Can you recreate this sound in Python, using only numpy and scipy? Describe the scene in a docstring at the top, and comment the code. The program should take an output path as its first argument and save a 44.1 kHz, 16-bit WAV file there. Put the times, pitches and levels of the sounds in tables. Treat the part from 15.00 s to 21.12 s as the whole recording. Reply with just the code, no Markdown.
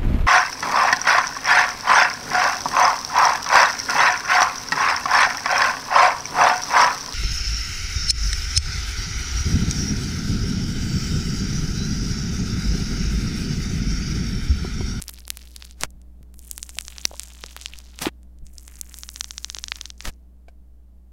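"""Foam beads fizz and snap, close and dry, as a small metal stamp is pressed three times into a tray of slime.
The fizz is countless tiny slips between beads; each snap is one bead jumping past its neighbour.
Each time the stamp is pulled free, the slime tears with a sticky plop and air puffs at the microphone.
The last press creaks as one contact sticks and slips, then the plastic tray takes a light knock.
Mains hum and a faint hiss lie underneath."""
import sys
import numpy as np
from scipy import signal
from scipy.fft import rfft, irfft
from scipy.io import wavfile

SR = 44100
rng = np.random.default_rng(int(sys.argv[2]) if len(sys.argv) > 2 else 0)


def to_wav(sig):
    """Store sig (one row per channel, or 1-D mono) as 16-bit WAV at the path in sys.argv[1].

    Samples outside -1..1 are clipped; the rate is SR.
    """
    pcm = np.clip(np.atleast_2d(sig), -1, 1) * 32767
    pcm = np.round(pcm).astype(np.int16)
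    wavfile.write(sys.argv[1], SR, pcm.T)  # frames by channels


N = 269892
T = np.arange(N) / SR


def amp(db):
    """Decibels to gain."""
    return 10 ** (np.asarray(db) / 20)


def unit(x):
    """Scales to rms 1."""
    return x / np.sqrt(np.mean(x ** 2) + 1e-20)


def fader(points):
    """A gain that rides through (time_s, level_db) points."""
    return amp(np.interp(T, *np.transpose(points)))


def swell(centre_s, width_s):
    """A bell-shaped envelope; width_s is its standard deviation."""
    return np.exp(-.5 * ((T - centre_s) / width_s) ** 2)


def add(mix, start_s, sound):
    """Mixes a sound in at start_s."""
    part = mix[max(round(start_s * SR), 0):][:len(sound)]
    part += sound[:len(part)]


def colour(x, spectrum):
    """Shapes x with an EQ curve of (freq_hz, gain_db) points, at rms 1."""
    hz, db = np.transpose(spectrum)
    freqs = np.fft.rfftfreq(N, 1 / SR)
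    eq = amp(np.interp(np.log(freqs + 1), np.log(hz + 1), db))
    return unit(irfft(rfft(x) * eq, N))


def cut(x, hz, kind, order):
    """High-pass or low-pass filter."""
    sections = signal.butter(order, min(hz, SR / 2 - 1000), kind, fs=SR, output="sos")
    return signal.sosfilt(sections, x)


def resonate(x, hz, width_hz):
    """A resonance that follows the curve hz, applied twice for steep sides."""
    carrier = np.exp(2j * np.pi * np.cumsum(hz) / SR)
    pole = np.exp(-np.pi * width_hz / SR)
    return (carrier * signal.lfilter([(1 - pole) ** 2], [1, -2 * pole, pole ** 2], x / carrier)).real


def slips(per_s, spread_db, limit=4.72):
    """Random tiny slips: many small ones, a few large."""
    size = amp(spread_db * np.minimum(rng.exponential(1, N), limit))
    return size * rng.choice([-1, 1], N) * (rng.random(N) < per_s / SR)


def bead_bed():
    """The bed under pressure: gains of three grain sizes, two resonances, share of separate ticks."""
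    # pushes of the stamp: touch_s, rise_s, ease_off_s, coarse_db, middle_db, fine_db,
    # lower_resonance_hz, upper_resonance_hz, tick_share once packed (0-1, of the power)
    pushes = [(-.1, .05, 0.19, -61.5, -53.5, -53, 2300, 5030, 0.73),
              (.24, 0.045, .68, -63, -53, -56, 2588, 4700, .45),
              (1.33, .19, 1.94, -62, -50, -51, 3100, 8300, 0.42),
              (1.86, 0.054, 2.97, -56, -50, -53.5, 3300, 7400, .3),
              (3.41, 0.29, 3.9, -63, -54, -53.5, 2050, 8000, .62),
              (3.86, 0.074, 4.86, -63.5, -50.5, -48.5, 2100, 7600, 0.06),
              (4.97, .05, 5.03, -60, -50, -57, 2200, 5600, .3)]
    # the bed gives way or holds during a push: centre_s, width_s, change_db
    surges = [(1.53, 0.024, 2), (1.793, 0.036, 0.5), (1.963, 0.047, 4.5), (2.558, 0.015, -3.5),
              (2.62, 0.022, 4.5), (2.9, 0.067, -7), (3.845, 0.028, -2), (3.957, .03, 4.5), (4.05, 0.038, 0),
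              (4.182, 0.027, 4.5), (4.777, 0.026, 2)]
    packing_db_per_s = (5.5, -.5, -8)  # coarse, middle, fine
    ease_db_per_s, sink_octaves_per_s, pack_s = 201.5, .5, .1
    touch_s, rise_s, ease_s, *grain_db, lower_hz, upper_hz, tick_share = np.array(pushes).T[:, :, None]
    age = np.clip(T - touch_s, 0, ease_s - touch_s)
    release = amp(-ease_db_per_s * np.maximum(T - ease_s, 0))  # the fizz dies as the hand eases off
    pressure = np.minimum(age / rise_s, 1) * release
    surge = amp(sum(db * swell(centre_s, width_s) for centre_s, width_s, db in surges))
    gains = [surge * (pressure * amp(db + slope * age)).max(axis=0)
             for db, slope in zip(grain_db, packing_db_per_s)]
    blend = pressure / pressure.sum(axis=0)  # one push crossfades into the next
    sinking_hz = upper_hz * 2 ** (-sink_octaves_per_s * age)
    resonances = [(blend * hz).sum(axis=0) for hz in (lower_hz, sinking_hz)]
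    # each push starts as separate ticks, which merge into fizz
    loose = (blend * (tick_share + (1 - tick_share) * np.exp(-age / pack_s))).sum(axis=0)
    return gains, resonances, np.clip(loose, 0, 1)


def fizz(gains, resonances, loose, trim_db=-1.97, clump_db=2.2):
    """Countless tiny slips between beads, in clumps, coloured by the resonances of the bed."""
    # sizzle of the finest grains: freq_hz, gain_db
    fine_eq = [(4000, -38), (7000, -7), (9000, -3.5), (11500, -1.5), (14000, -7), (16500, -6)]
    slips_per_s = (530, 1900, 1100)  # coarse, middle, fine
    flutter = colour(rng.standard_normal(N), [(3, -20), (30, -1), (120, -3.5), (1000, -83)])
    clumps = amp(clump_db * flutter)
    coarse, middle, fine = (slips(per_s, spread_db=5.3) * clumps for per_s in slips_per_s)
    coarse = cut(resonate(coarse, resonances[0], width_hz=2400), 440, "high", order=2)
    middle = cut(resonate(middle, resonances[1], width_hz=5200), 3800, "high", order=3)
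    packed = np.sqrt(1 - loose)
    layers = (packed * unit(coarse), packed * unit(middle), colour(fine, fine_eq))
    return amp(trim_db) * sum(gain * grains for gain, grains in zip(gains, layers))


def crackle(gains, resonances, loose, per_s=32, voices=4, fine_hz=10500):
    """Sparse larger ticks, each ringing near one resonance of the bed, follow the same pressure."""
    widths_hz, trims_db = (2100, 2500, 9000), (-1, -.5, -5)  # coarse, middle, fine
    centres_hz = (*resonances, np.full(N, fine_hz))
    out = np.zeros(N)
    for gain, hz, width_hz, trim_db in zip(gains, centres_hz, widths_hz, trims_db):
        ticks = sum(resonate(slips(per_s / voices, spread_db=3.1, limit=3), hz * detune, width_hz)
                    for detune in np.geomspace(.85, 1.15, voices))
        out += amp(trim_db) * gain * unit(cut(ticks, 790, "high", order=2))
    return out * np.sqrt(loose)


def rubbing(gain, trim_db=-8):
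    """Sticky beads rub past each other and give the crunch its dull body."""
    # tone of beads rubbing in slime: freq_hz, gain_db
    rub_eq = [(250, -24.5), (600, -0.5), (1500, 1), (3000, -4), (6000, -21)]
    return amp(trim_db) * gain * colour(slips(per_s=700, spread_db=4.5), rub_eq)


def room_tone():
    """Mains hum with a few faint motor tones, over rumble and hiss."""
    # mains and motor tones, ahead of their fader: pitch_hz, level_db
    tones = [(60, -41.5), (189, -61), (239, -70), (301, -67), (420, -75)]
    # fader ride of the hum: time_s, gain_db
    hum_ride = [(0, -2.5), (5.0, -3), (5.3, -5.5), (6.12, -6)]
    # tone of the room and microphone noise: freq_hz, gain_db
    noise_eq = [(4, -1), (14, 3.5), (30, -14.5), (70, -23), (130, -22), (190, -19.5), (300, -26.5),
                (450, -32.5), (650, -32.5), (1000, -42.5), (2500, -52.5), (6000, -54.5), (14500, -52.5),
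                (16500, -56)]
    # fader ride of that noise: time_s, level_db
    noise_ride = [(0, -48.5), (5.1, -50), (5.4, -51.5), (6.12, -52)]
    hum = sum(np.sqrt(2) * amp(db) * np.sin(2 * np.pi * (hz * T + rng.random())) for hz, db in tones)
    noise = colour(rng.standard_normal(N), noise_eq)
    return hum * fader(hum_ride) + noise * fader(noise_ride)


def strike(hz, q, size):
    """A resonance struck once."""
    freqs = np.fft.rfftfreq(size, 1 / SR) + 1
    lead_in = np.exp(-2j * np.pi * freqs * 4 / SR)  # four samples of room for the attack
    return irfft(lead_in / (1 + 1j * q * (freqs / hz - hz / freqs)), size)


def spring(x, hz, q):
    """Drives a small mass on a spring: it rings at hz and passes little above."""
    ratio = np.fft.rfftfreq(len(x), 1 / SR) / hz
    return irfft(rfft(x) / (1 - ratio ** 2 + 1j * ratio / q), len(x))


def snap(level_db, body_hz, body_q, ring_hz, ring_q, echo_db, echo_s):
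    """A bead jumps past its neighbour: a click through two resonances, which echoes and scatters."""
    size, scatter_db, scatter_s = 512, -17, .001104
    click = spring(strike(body_hz, body_q, size), ring_hz, ring_q)
    click = cut(click, .13 * body_hz, "high", order=2)
    click = cut(click, 1.62 * ring_hz, "low", order=2)
    echo = np.pad(click, (round(echo_s * SR), 0))[:size]
    click = click - amp(echo_db) * echo  # comes back inverted off the bed's surface
    decay = np.exp(-T[:size] / scatter_s)
    scatter = rng.standard_normal(size) * decay * (1 - decay)
    click = click + amp(scatter_db) * np.convolve(click, scatter / np.linalg.norm(scatter))[:size]
    power_over_1ms = np.sum(click ** 2) * 1000 / SR
    return amp(level_db) * click / np.sqrt(power_over_1ms)


def bead_snaps():
    """Single beads snap out of the fizz, each with its own pitch and echo delay."""
    # foreground snaps: start_s, level_db (over 1 ms), body_hz, body_q, ring_hz
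    hits = [(0.018, -28.5, 3300, 0.43, 9670), (.0225, -22, 7400, 0.58, 9500), (.0395, -35, 4500, .5, 11000),
            (0.0816, -23, 5360, 3.7, 14000), (.0923, -28, 2000, 0.32, 5170),
            (.0954, -25.5, 4500, 0.33, 12100), (0.1386, -32, 8800, 1.1, 12300), (.2525, -38, 4500, 3, 5000),
            (0.2795, -27.5, 1470, 0.2, 10660), (0.3037, -13.5, 3900, 1.4, 12340),
            (.372, -26.5, 2760, 0.43, 12960), (.5631, -26, 4400, 2.3, 11190), (.624, -28.5, 2400, .8, 5000),
            (.651, -33, 4000, .7, 10000), (.7105, -36, 3800, .8, 8000), (0.8104, -22.5, 5350, 2.4, 10100),
            (.835, -7.5, 1150, .42, 8000), (.9053, -44, 7200, 3.5, 12960), (1.0163, -49, 5080, 0.58, 8700),
            (1.2297, -48.5, 2010, 0.39, 12700), (1.342, -43, 2000, 0.2, 11750),
            (1.3921, -34.5, 6670, 2.3, 14000), (1.5128, -18, 7400, 2.5, 14000),
            (1.5794, -22.5, 3700, 0.22, 10900), (1.6294, -19, 5300, 1.1, 8400),
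            (1.693, -28, 2220, 0.3, 9600), (1.7865, -13.5, 2900, 1.9, 9350), (1.8096, -25, 4940, .4, 9500),
            (1.8817, -24, 3660, 0.28, 6550), (1.9827, -24, 4020, 0.44, 5540),
            (2.0529, -12.5, 2780, 0.32, 6000), (2.0534, -4.5, 4300, 0.75, 5770),
            (2.1962, -18, 5460, 0.52, 8200), (2.2335, -27, 5430, 0.6, 9900),
            (2.4385, -22, 1260, 0.72, 5500), (2.4625, -29.5, 4450, 2.3, 8400),
            (2.5652, -24.5, 1240, 0.71, 13500), (2.6135, -29.5, 3630, 1.8, 9670),
            (2.6592, -17, 3000, 3.2, 7250), (2.736, -28, 2720, 3.8, 3480),
            (2.7876, -30.5, 5400, 3.6, 12340), (2.9898, -25.5, 2900, 1.2, 8000),
            (3.0227, -21, 2990, 0.46, 10150), (3.0577, -16, 2030, 1.2, 3750),
            (3.2313, -51.5, 3310, 0.23, 9100), (3.387, -54, 4500, .8, 8000), (3.4671, -40, 6030, .7, 7800),
            (3.5824, -28.5, 5500, 5.3, 9300), (3.6796, -31.5, 2240, .15, 8600),
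            (3.8127, -17.5, 6900, 3.2, 12500), (3.9873, -28, 7200, 1.3, 13610),
            (4.5675, -28, 890, .43, 7220), (4.7195, -13, 2040, 1.2, 4270), (5.006, -25, 2420, 1, 5950),
            (5.0546, -21.5, 1780, 1.6, 6900)]
    out = np.zeros(N)
    for start_s, *voice in hits:
        add(out, start_s, snap(*voice, ring_q=2.5, echo_db=-19, echo_s=rng.uniform(.0002, .0007)))
    return out


def rip(peak_s, fall_db_per_s, rise_db_per_s=1250):
    """Envelope of one rip: it swells fast up to peak_s, then dies away."""
    return amp(np.minimum(rise_db_per_s * (T - peak_s), fall_db_per_s * (peak_s - T)))


def tearing(stretch_db=-17, peel_treble_db=1.5, gate_db_per_s=2200):
    """Threads of slime stretch, peel off in a bright rush, then break with a duller one as the hole opens."""
    # the stamp pulls free: peel_s, peel_db, break_s, break_db, break_treble_db (relative), free_s
    pulls = [(0.816, -39.5, .839, -35, -5, .855), (3.021, -29, 3.066, -25, -12, 3.088),
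             (5.053, -37, 5.075, -31.5, -3, 5.099)]
    # dull body of the tear: freq_hz, gain_db
    body_eq = [(40, -8), (150, 8.5), (400, 1), (1000, 1), (2500, 0), (3600, -6), (5000, -17), (9000, -37)]
    # bright top of the tear: freq_hz, gain_db
    treble_eq = [(1500, -40), (3500, -4), (5000, 0), (8000, -4), (11000, -7), (16000, -13.5)]
    dull, bright = (colour(slips(per_s=4000, spread_db=2), eq) for eq in (body_eq, treble_eq))
    out = np.zeros(N)
    for peel_s, peel_db, break_s, break_db, break_treble_db, free_s in pulls:
        stretch = amp(stretch_db) * swell(peel_s, width_s=.024)
        peel = amp(peel_db) * np.maximum(rip(peel_s, fall_db_per_s=270), stretch) * (T < break_s)
        gate = amp(-gate_db_per_s * np.maximum(T - free_s, 0))  # shuts when the last thread parts
        breaking = amp(break_db) * rip(break_s, fall_db_per_s=390) * gate
        out += np.maximum(peel, breaking) * dull
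        out += np.maximum(amp(peel_treble_db) * peel, amp(break_treble_db) * breaking) * bright
    return out


def mode(hz, t60_s, rise_s):
    """A dying sine with a soft attack."""
    t = T[:SR // 6]
    return np.sin(2 * np.pi * hz * t) * np.exp(-np.log(1000) * t / t60_s) * (1 - np.exp(-t / rise_s))


def plops():
    """Each air pocket that opens in the slime rings for a few cycles."""
    # air pockets: start_s, peak_db, pitch_hz, t60_s
    pockets = [(.8352, -15, 604, 0.0072), (.837, -24, 147, 0.03), (1.21, -35, 129, 0.02),
               (1.769, -37.5, 675, 0.015), (2.053, -29.5, 240, 0.0058), (2.1138, -28, 685, 0.0061),
               (2.1342, -35, 580, 0.03), (2.142, -33, 950, 0.008), (2.4385, -29.5, 480, 0.011),
               (3.0538, -19.5, 820, 0.018), (3.0675, -12, 334, .028), (3.421, -36, 93, 0.05),
               (5.077, -29, 128, .05)]
    out = np.zeros(N)
    for start_s, peak_db, pitch_hz, t60_s in pockets:
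        plop = mode(pitch_hz, t60_s, rise_s=.00067)
        add(out, start_s, amp(peak_db) * plop / abs(plop).max())
    return out


def puffs(flip_s=.0016):
    """Suction builds, then flips to a push as the stamp lets go."""
    # air shoved against the microphone: centre_s, level_db, width_s
    gusts = [(0.84, -31.5, 0.025), (0.955, -37, 0.014), (3.436, -32, 0.012), (5.082, -22.5, 0.012)]
    return sum(amp(level_db) * np.tanh((T - centre_s) / flip_s) * swell(centre_s, width_s)
               for centre_s, level_db, width_s in gusts)


def creak():
    """One contact sticks and slips again and again, growing hollower as it tightens."""
    # slips of the slow creak: start_s, level_db (over 1 ms)
    hits = [(3.9421, -29), (4.0343, -23.5), (4.0901, -24), (4.1603, -24), (4.2092, -13.5), (4.2436, -22),
            (4.3086, -21.5), (4.3804, -19), (4.4455, -16), (4.5, -19.5), (4.5475, -20), (4.586, -21.5),
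            (4.6399, -17.5), (4.6831, -22), (4.7577, -26.5), (4.812, -19.5), (4.8564, -23), (4.903, -24.5)]
    glides = (3900, 3500), (.33, 1.6), (5700, 6150)  # body_hz, body_q, ring_hz: first slip to last
    first_s, last_s = hits[0][0], hits[-1][0]
    out = np.zeros(N)
    for start_s, level_db in hits:
        tightness = (start_s - first_s) / (last_s - first_s)
        voice = [first * (last / first) ** tightness for first, last in glides]
        # the contact stays in one place, so its echo keeps one delay
        add(out, start_s, snap(level_db, *voice, ring_q=2.97, echo_db=-10, echo_s=.0004))
    return out


def tray_knock(rattle_db=-9, rattle_s=.0087):
    """The plastic tray rings briefly when knocked, with a little rattle."""
    # light knocks: start_s, gain_db
    knocks = [(5.4832, -38), (5.486, -50)]
    # modes of the tray: pitch_hz, gain_db, t60_s
    modes = [(540, -12.5, 0.068), (669.2, -1.5, 0.027), (1567, -9.5, 0.044), (2300, -8, 0.036),
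             (3800, -31, 0.019), (4800, -16, 0.023)]
    body = sum(amp(db) * mode(hz, t60_s, rise_s=.00014) for hz, db, t60_s in modes)
    noise = cut(rng.standard_normal(len(body)), 3400, "low", order=1)
    rattle = amp(rattle_db) * noise * np.exp(-T[:len(body)] / rattle_s)
    out = np.zeros(N)
    for start_s, gain_db in knocks:
        add(out, start_s, amp(gain_db) * (body + rattle))
    return out


def scene():
    """Everything is close and dry, in mono."""
    gains, resonances, loose = bead_bed()
    crunch = fizz(gains, resonances, loose) + crackle(gains, resonances, loose) + rubbing(gains[0])
    beads = crunch + bead_snaps() + creak()
    slime = tearing() + plops() + puffs()
    return (beads + slime + tray_knock() + room_tone())[None]


def record(dry, cutoff_hz=16200):
    """Clips any peak above full scale, then cuts the extreme top with a steep low-pass."""
    low_pass = signal.firwin(255, cutoff_hz, window=("kaiser", 9), fs=SR)
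    return signal.oaconvolve(np.clip(dry, -1, 1), low_pass[None], "same")


dry = scene()
out = record(dry)
to_wav(out)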